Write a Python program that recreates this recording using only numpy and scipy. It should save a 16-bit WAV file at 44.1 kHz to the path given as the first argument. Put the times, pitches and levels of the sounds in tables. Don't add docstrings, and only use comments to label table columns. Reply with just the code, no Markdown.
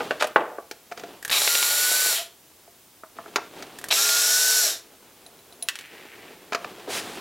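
import sys
import numpy as np
from scipy import signal
from scipy.fft import rfft, irfft
from scipy.io import wavfile
from scipy.ndimage import map_coordinates

SR = 44100
rng = np.random.default_rng(int(sys.argv[2]) if len(sys.argv) > 2 else 0)


def to_wav(s):
    ch = np.atleast_2d(s).T
    pcm = np.round(np.clip(ch, -1, 1) * 32767)
    wavfile.write(sys.argv[1], SR, pcm.astype(np.int16))


N = 317901
T = np.arange(N) / SR
AGE = T[:SR // 2]

# [start/s, screw free/s, trigger eased/s, brake bites/s, gear level/dB, thread rub/dB,
#  whine onset/s, first catch/s, first catch peak/dB, loss per further catch/dB]
TRIGGER_PULLS = [(1.313, 1.95, 2.075, 2.105, -22.5, -35.5, 1.486, 1.476, -8, 0.5),
                 (3.91, 4.42, 4.585, 4.635, -21, -29.5, 3.95, 4.092, -9.5, 8)]
# [f/Hz, width/Hz, gain in pull 1/dB, gain in pull 2/dB]
SHELL_RESONANCES = [(662, 48, 0, 7.5), (3770, 300, -2, -3.5), (4260, 170, -20, -5.5), (5650, 510, -8, 4),
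                    (7430, 1200, -3, 2), (12200, 1900, -11, -33)]
# [f/Hz, level/dB]
THREAD_SPECTRUM = [(100, -27.5), (650, -1), (1100, -2.5), (2000, 3), (4000, 4.5), (7000, -13.5),
                   (15000, -37)]
FREE_TOOTH_HZ = 1505


def undb(db):
    return 10 ** (np.asarray(db) / 20)


def unit(x):
    return x / np.sqrt(np.mean(x ** 2))


def walk(rate_hz):
    return unit(np.interp(T * rate_hz, np.arange(N // 20), rng.standard_normal(N // 20)))


def colour(x, points):
    hz, db = np.transpose(points)
    size = 2 ** 12
    bin_hz = np.arange(size // 2 + 1) * SR / size
    gain = undb(np.interp(np.log(bin_hz + 1), np.log(hz), db))
    cepstrum = irfft(np.log(gain))
    cepstrum[1:size // 2] *= 2
    cepstrum[size // 2 + 1:] = 0
    impulse = irfft(np.exp(rfft(cepstrum)))
    return signal.fftconvolve(x, impulse)[:len(x)]


def cut(x, hz, kind, order=2):
    return signal.sosfilt(signal.butter(order, hz, kind, fs=SR, output="sos"), x)


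def fade(t60_s):
    return np.exp(-np.log(1000) * AGE / t60_s)


def ring(modes, scatter_db, detune):
    out = np.zeros(len(AGE))
    for hz, db, t60_s in modes:
        level, pitch, phase = rng.standard_normal(3)
        tone = np.sin(2 * np.pi * hz * (1 + detune * pitch) * AGE + np.pi * phase)
        out += undb(db + scatter_db * level) * fade(t60_s) * tone
    return out


def contact(scatter, t60_s):
    return (AGE == 0) + scatter * fade(t60_s) * rng.standard_normal(len(AGE))


def add(out, start_s, sound):
    i = max(int(start_s * SR), 0)
    out[i:i + len(sound)] += sound[:N - i]


def grains(spread_db):
    size = np.minimum(rng.exponential(size=N), 4.5)
    return unit(rng.standard_normal(N) * undb(spread_db * size))


def resonance(hz, centre_hz, width_hz):
    return 1 / (1 + (2 * (hz - centre_hz) / width_hz) ** 2)


def swell(start_s, length_s, attack_s, t60_s):
    rise = np.clip((T - start_s) / attack_s, 0, 1)
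    return rise * undb(-60 * np.clip((T - start_s - length_s) / t60_s, 0, 10))


def swells(rows, attack_s, t60_s):
    return np.sqrt(sum((undb(db) * swell(s, length_s, attack_s, t60_s)) ** 2 for s, length_s, db in rows))


def tightness(pull):
    start_s, free_s = pull[:2]
    return (T > start_s) * np.clip((free_s - T) / (free_s - start_s), 0, 1)


def tooth_rate(pull, spin_up_lag=.45, spin_up_s=.028, load_sag=.07, coast_hz_per_s=1750):
    start_s, _, eased_s = pull[:3]
    spin_up = 1 - spin_up_lag * np.exp(-np.maximum(T - start_s, 0) / spin_up_s)
    load = 1 - load_sag * (1 - (1 - tightness(pull)) ** 2)
    hz = FREE_TOOTH_HZ * spin_up * load - coast_hz_per_s * np.maximum(T - eased_s, 0)
    return np.maximum(hz, FREE_TOOTH_HZ / 2)


def gear_gain(pull, tooth_hz, speed_db=16, brake_db_per_s2=950):
    start_s, _, _, brake_s, db = pull[:5]
    brake_loss_db = brake_db_per_s2 * np.clip(T - brake_s, 0, .5) ** 2
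    return (T > start_s) * undb(db + speed_db * (tooth_hz / FREE_TOOTH_HZ - 1) - brake_loss_db)


def shell_gain(tone_hz, j):
    return 1 + sum(undb(gains_db[j]) * resonance(tone_hz, hz, width_hz)
                   for hz, width_hz, *gains_db in SHELL_RESONANCES)


def gear_noise(tooth_hz, phase, j, ripple=.35, wear_db=-8, wear_samples=293, split_hz=4300, coast_db=24):
    # [f/Hz, level/dB]
    gear_colour = [(50, -39), (260, -28), (400, -17.5), (1000, -15), (1500, -8), (2700, -10.5),
                   (5600, -4.5), (9000, -9), (12000, -4.5), (15800, -16)]
    position = np.cumsum(tooth_hz) / FREE_TOOTH_HZ % wear_samples
    wear = map_coordinates(rng.standard_normal(wear_samples), [position], mode="grid-wrap")
    scrape = (grains(1.6) + undb(wear_db) * wear) * (1 + ripple * np.cos(phase)) * undb(.21 * walk(180))
    scrape = colour(signal.fftconvolve(scrape, contact(.047, .0066))[:N], gear_colour)
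    shell = scrape.copy()
    for hz, width_hz, *gains_db in SHELL_RESONANCES:
        shell += undb(gains_db[j]) * signal.lfilter(*signal.iirpeak(hz, hz / width_hz, SR), scrape)
    growl = signal.sosfiltfilt(signal.butter(3, split_hz, fs=SR, output="sos"), shell)
    rasp = shell - growl
    growl_gain = undb(coast_db * (1 - tooth_hz / FREE_TOOTH_HZ))
    return (rasp + growl_gain * growl) / np.std(rasp)


def gear_tones(pull, tooth_hz, phase, j, whine_hz=1490, whine_width_hz=450, rise_s=.013, slack_db_per_s2=2600):
    # [multiple of tooth rate, level/dB, wavering 0-1]
    tone_rows = [(.3, -28, .3), (1, -10.2, .15), (3, -18, .17), (4, -22, .4), (5, -23, .35), (8, -23, .4),
                 (9, -23, .4)]
    eased_s, whine_s = pull[2], pull[6]
    slack_loss_db = slack_db_per_s2 * np.clip(T - eased_s, 0, .5) ** 2
    driving = np.clip((T - whine_s) / rise_s, 0, 1) * undb(-slack_loss_db)
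    tones = np.zeros(N)
    for k, db, waver in tone_rows:
        if k == 1:
            lift = driving * resonance(tooth_hz, whine_hz, whine_width_hz)
        else:
            lift = shell_gain(k * tooth_hz, j)
        tone = np.cos(k * phase + waver * walk(90)) * (1 + waver * walk(60))
        tones += undb(db) * lift * unit(tone)
    return tones


def gearbox():
    out = np.zeros(N)
    for j, pull in enumerate(TRIGGER_PULLS):
        tooth_hz = tooth_rate(pull) * (1 + .0024 * walk(170))
        phase = 2 * np.pi * np.cumsum(tooth_hz) / SR
        sound = gear_noise(tooth_hz, phase, j) + gear_tones(pull, tooth_hz, phase, j)
        out += gear_gain(pull, tooth_hz) * sound
    return out


def thread(slip_db=1.0):
    # [start/s, length/s, level/dB]
    breakaway_rows = [(1.32, 0.064, -24.5), (3.903, 0.016, -22)]
    slips = signal.fftconvolve(grains(3.7) * undb(slip_db * walk(140)), contact(.16, .014))[:N]
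    rub = sum(undb(pull[5]) * tightness(pull) for pull in TRIGGER_PULLS)
    breakaway = swells(breakaway_rows, attack_s=.0049, t60_s=.028)
    return np.hypot(rub, breakaway) * unit(colour(slips, THREAD_SPECTRUM))


def catches(pull, count=3, teeth_per_turn=107):
    first_s, db, loss_db = pull[-3:]
    turns = np.cumsum(tooth_rate(pull)) / SR / teeth_per_turn
    times_s = np.interp(np.interp(first_s, T, turns) + np.arange(count), turns, T)
    return [(s, db - k * loss_db) for k, s in enumerate(times_s)]


def cracks():
    # [t/s, peak/dB]
    crack_rows = [(1.297, -13), (1.419, -10), (3.911, -10), (3.925, -5)]
    out = np.zeros(N)
    for s, db in list(crack_rows) + [row for pull in TRIGGER_PULLS for row in catches(pull)]:
        snap = colour(contact(.22, .024), THREAD_SPECTRUM)
        add(out, s, undb(db) * snap / np.abs(snap).max())
    return out


def seating():
    # [t/s, peak/dB, ring/dB re click]
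    seating_rows = [(1.227, -22, -2), (1.2497, -13.5, 0), (1.2791, -16.5, -7), (1.3015, -10.5, -5),
                    (1.316, -11.5, -14), (3.7874, -19.5, -6.5), (3.814, -26, -8), (3.8414, -12.5, -0.5),
                    (3.861, -27, -4), (3.886, -16, -16)]
    # [f/Hz, level/dB, t60/s]
    head_modes = [(1625, -2, 0.018), (1870, -2.5, 0.018)]
    # [f/Hz, level/dB]
    click_colour = [(200, -4), (700, -1), (12000, -1), (15800, -10)]
    out = np.zeros(N)
    for s, db, ring_db in seating_rows:
        click = unit(colour(contact(.13, .052), click_colour))
        click = click + undb(ring_db) * unit(ring(head_modes, 1.5, .023))
        add(out, s, undb(db) * click / np.abs(click).max())
    return out


def chuck(width_hz=420, attack_s=.004, t60_s=.28):
    # [start/s, length/s, level/dB, f/Hz]
    rattle_rows = [(2.157, .015, -31, 3150)]
    out = np.zeros(N)
    for s, length_s, db, hz in rattle_rows:
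        rattle = cut(grains(4.5), [hz - width_hz / 2, hz + width_hz / 2], "band", order=1)
        out += undb(db) * swell(s, length_s, attack_s, t60_s) * unit(rattle)
    return out


def shudder(attack_s=.017, t60_s=.12):
    # [start/s, length/s, level/dB, f/Hz]
    hum_rows = [(2.176, 0.038, -38, 674), (4.648, 0.021, -36, 645)]
    out = np.zeros(N)
    for s, length_s, db, hz in hum_rows:
        hum = np.sin(2 * np.pi * hz * T + .63 * walk(90))
        out += undb(db) * swell(s, length_s, attack_s, t60_s) * unit(hum)
    return out


def knocks(rows, modes, body, crack_db, crack_t60_s, mid_db, lag_s):
    out = np.zeros(N)
    for s, db, bass_db, treble_db in rows:
        crack = colour(contact(.12, crack_t60_s), body)
        blow = undb(crack_db) * unit(crack) + unit(ring(modes, 3.2, .048))
        blow = blow * (1 - np.exp(-AGE / .00029))
        blow = cut(blow, min(17000 * undb(treble_db / 2), SR / 2.5), "low")
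        bass = cut(blow, [210, 900], "band")
        mid = cut(blow, [900, 3000], "band", order=3)
        treble = cut(blow, 2900, "high", order=4)
        for band, band_db in ((bass, bass_db), (mid, mid_db), (treble, treble_db)):
            onset_rms = np.std(band[:SR // 100])
            add(out, s + lag_s, undb(db + band_db) * band / onset_rms)
    return out


def housing():
    # [t/s, level/dB, bass/dB re level, treble/dB re level]
    tap_rows = [(0.71, -23.5, -13, -12), (0.912, -29, -3.5, -19), (0.919, -21.5, -26, -20.5),
                (0.973, -26, -17, -16.5), (0.994, -30, -15, -13.5), (1.034, -22, -11.5, -22.5),
                (1.912, -27.5, -7, -20), (2.058, -26, -10, -20), (2.675, -42.5, -5.5, -32),
                (3.032, -24, -19, -50), (3.184, -18, -19, -47.5), (3.258, -26, -21, -44),
                (3.357, -4.5, -21.5, -18), (3.38, -16, -17.5, -44), (3.622, -25, -15, -13.5),
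                (6.52, -13, -18, -25.5), (6.529, -12.5, -23, -20), (6.5455, -7, -19.5, -20.5),
                (6.643, -15.5, -19.5, -25)]
    # [f/Hz, level/dB, t60/s]
    housing_modes = [(416, 3, 0.026), (669.6, 0, 0.097), (1354, 7.5, 0.014), (1595, -7, 0.033),
                     (2390, -8.5, 0.016)]
    body = [(100, -6), (350, 3), (700, 7), (1600, 3), (3000, -13), (6500, -12.5), (9000, -20.5), (15000, -10)]
    return knocks(tap_rows, housing_modes, body, crack_db=-2.5, crack_t60_s=.043, mid_db=-14.5, lag_s=.002)


def case(boom_s=.365, boom_db=-23, boom_t60_s=.5):
    # [t/s, level/dB, bass/dB re level, treble/dB re level]
    knock_rows = [(0.002, -17, -7.5, -28), (0.105, -12, -10, -21.5), (0.206, -15, -10, -19),
                  (0.22, -9.5, -11.5, -16.5), (0.239, -19, -3.5, -14), (0.267, -33, -21.5, -5.5),
                  (0.3565, -2, -12.5, -29), (0.402, -21, -10, -27.5), (0.58, -24.5, -5.5, -58)]
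    # [f/Hz, level/dB, t60/s]
    case_modes = [(372, -17, 0.191), (460, 3, 0.038), (626, 0, 0.095), (708, -2.5, 0.1), (905, 3.5, 0.045),
                  (1183, 5.5, 0.068), (1422, 1, 0.0213), (1494, 14.5, 0.02), (2330, -19.5, 0.042),
                  (2900, -6, 0.033)]
    body = [(200, -9.5), (380, 2.5), (700, 11), (1600, 3), (3000, -7.5), (6000, -14.5), (15000, -12)]
    hollow = [(80, -38), (250, -9.5), (400, -2), (750, 0), (1500, -11), (3000, -25), (6000, -49.5)]
    out = knocks(knock_rows, case_modes, body, crack_db=-1.5, crack_t60_s=.054, mid_db=-7.5, lag_s=.0031)
    boom = colour(grains(5)[:len(AGE)], hollow)
    add(out, boom_s, undb(boom_db) * unit(boom) * fade(boom_t60_s))
    return out


def lid(rub_s=.195, length_s=.016, rub_db=-26, t60_s=.086):
    scrape = unit(cut(grains(2.8), [700, 4500], "band"))
    return undb(rub_db) * swell(rub_s, length_s, length_s, t60_s) * scrape


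def screw_clinks(trim_db=4, lag_s=.00107):
    # [t/s, peak/dB before trim and dulling-independent]
    clink_rows = [(5.2625, -37.5), (5.389, -46), (5.524, -40.5), (5.6238, -20.5)]
    # [f/Hz, level/dB, t60/s]
    bit_modes = [(684, -15.5, 0.14), (3980, -2.5, 0.028), (10150, 2, 0.037), (10420, 3.5, 0.068)]
    out = np.zeros(N)
    for s, db in clink_rows:
        clink = ring(bit_modes, .31, .0031) + 2 * cut(contact(.27, .053), 2900, "high")
        clink = cut(clink, min(50000 * undb(db / 2), SR / 2.5), "low")
        add(out, s + lag_s, undb(db + trim_db) * clink / np.abs(clink).max())
    return out


def screw_bounces(lag_s=.00107):
    # [t/s, peak/dB]
    bounce_rows = [(5.6856, -3.5), (5.7548, -16), (5.788, -19.5), (5.809, -25.5), (5.8574, -31)]
    # [f/Hz, level/dB]
    bounce_colour = [(200, -34), (650, -15), (1100, -5), (1800, 1.5), (3000, 3.5), (4500, -3.5), (9000, -8),
                     (15000, -16.5)]
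    out = np.zeros(N)
    for s, db in bounce_rows:
        tick = colour(contact(.087, .058), bounce_colour)
        add(out, s + lag_s, undb(db) * tick / np.abs(tick).max())
    return out


def screw_roll(start_s=5.72, length_s=.54, roll_db=-48, slowing_db_per_s=6.5):
    # [f/Hz, level/dB]
    roll_colour = [(600, -38), (1650, -1), (2100, 2.5), (2800, -2.5), (7000, -28), (15000, -57)]
    level = undb(roll_db - slowing_db_per_s * (T - start_s))
    rolling = swell(start_s, length_s, attack_s=.066, t60_s=1) * level
    return rolling * undb(1.6 * walk(45)) * unit(colour(grains(7.7), roll_colour))


def thud(thud_s=6.876, length_s=.03, thud_db=-31, attack_s=.0018, t60_s=.09, low_hz=380, high_hz=660):
    noise = unit(cut(rng.standard_normal(N), [low_hz, high_hz], "band"))
    return undb(thud_db) * swell(thud_s, length_s, attack_s, t60_s) * noise


def sleeves(still_db=-60):
    # [start/s, length/s, level/dB]
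    move_rows = [(-.05, 0.062, -34), (.96, 0.11, -45), (3.15, 0.81, -48), (3.55, 0.04, -41),
                 (4.7, 1.3, -57), (5.9, 0.62, -49.5), (6.6, 0.33, -43.5), (6.87, .4, -38)]
    # [f/Hz, level/dB]
    rustle_colour = [(30, -25), (230, -3), (410, 1), (540, -4), (700, -4), (1900, -12.5), (3300, -12.5),
                     (6000, -22.5), (15000, -31)]
    folds = undb(1.2 * walk(35))
    level = np.hypot(undb(still_db), swells(move_rows, attack_s=.016, t60_s=1))
    return level * folds * unit(colour(grains(4.1), rustle_colour))


def hand_sweep():
    # [start/s, length/s, level/dB]
    stroke_rows = [(6.885, 0.1, -29.5), (7.0, 0.16, -43.5)]
    # [f/Hz, level/dB]
    sweep_colour = [(200, -32), (700, -3), (2700, 0), (10400, -8), (15800, -19)]
    level = swells(stroke_rows, attack_s=.042, t60_s=.2) * undb(.93 * walk(53))
    return level * unit(colour(grains(2.3), sweep_colour))


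def room(x, wet_db=-16, t60_s=.32, dull_hz=4000):
    tail = cut(rng.standard_normal(len(AGE)), dull_hz, "low", order=1)
    tail = tail * fade(t60_s) * np.minimum(AGE / .0011, 1)
    return x + undb(wet_db) * signal.fftconvolve(x, tail / np.linalg.norm(tail))[:N]


def hiss(hiss_db=-54.5, side_db=-8.5):
    # [f/Hz, level/dB]
    hiss_colour = [(25, -15), (100, -2.5), (250, -11.5), (2000, -11.5), (5200, -10), (15800, -10)]
    mid, side = (undb(hiss_db) * unit(colour(rng.standard_normal(N), hiss_colour)) for _ in range(2))
    return mid + undb(side_db) * cut(side, 120, "high", order=1) * np.array([[1], [-1]])


def scene():
    drill = gearbox() + thread() + cracks() + seating() + chuck() + shudder()
    plastic = housing() + case() + lid()
    loose_screw = screw_clinks() + screw_bounces() + screw_roll()
    mono = room(drill + plastic + loose_screw + thud()) + sleeves() + hand_sweep()
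    return mono + hiss()


def record(dry, top_hz=15900):
    return signal.sosfilt(signal.ellip(10, .2, 80, top_hz, fs=SR, output="sos"), dry)


dry = scene()
out = record(dry)
to_wav(out)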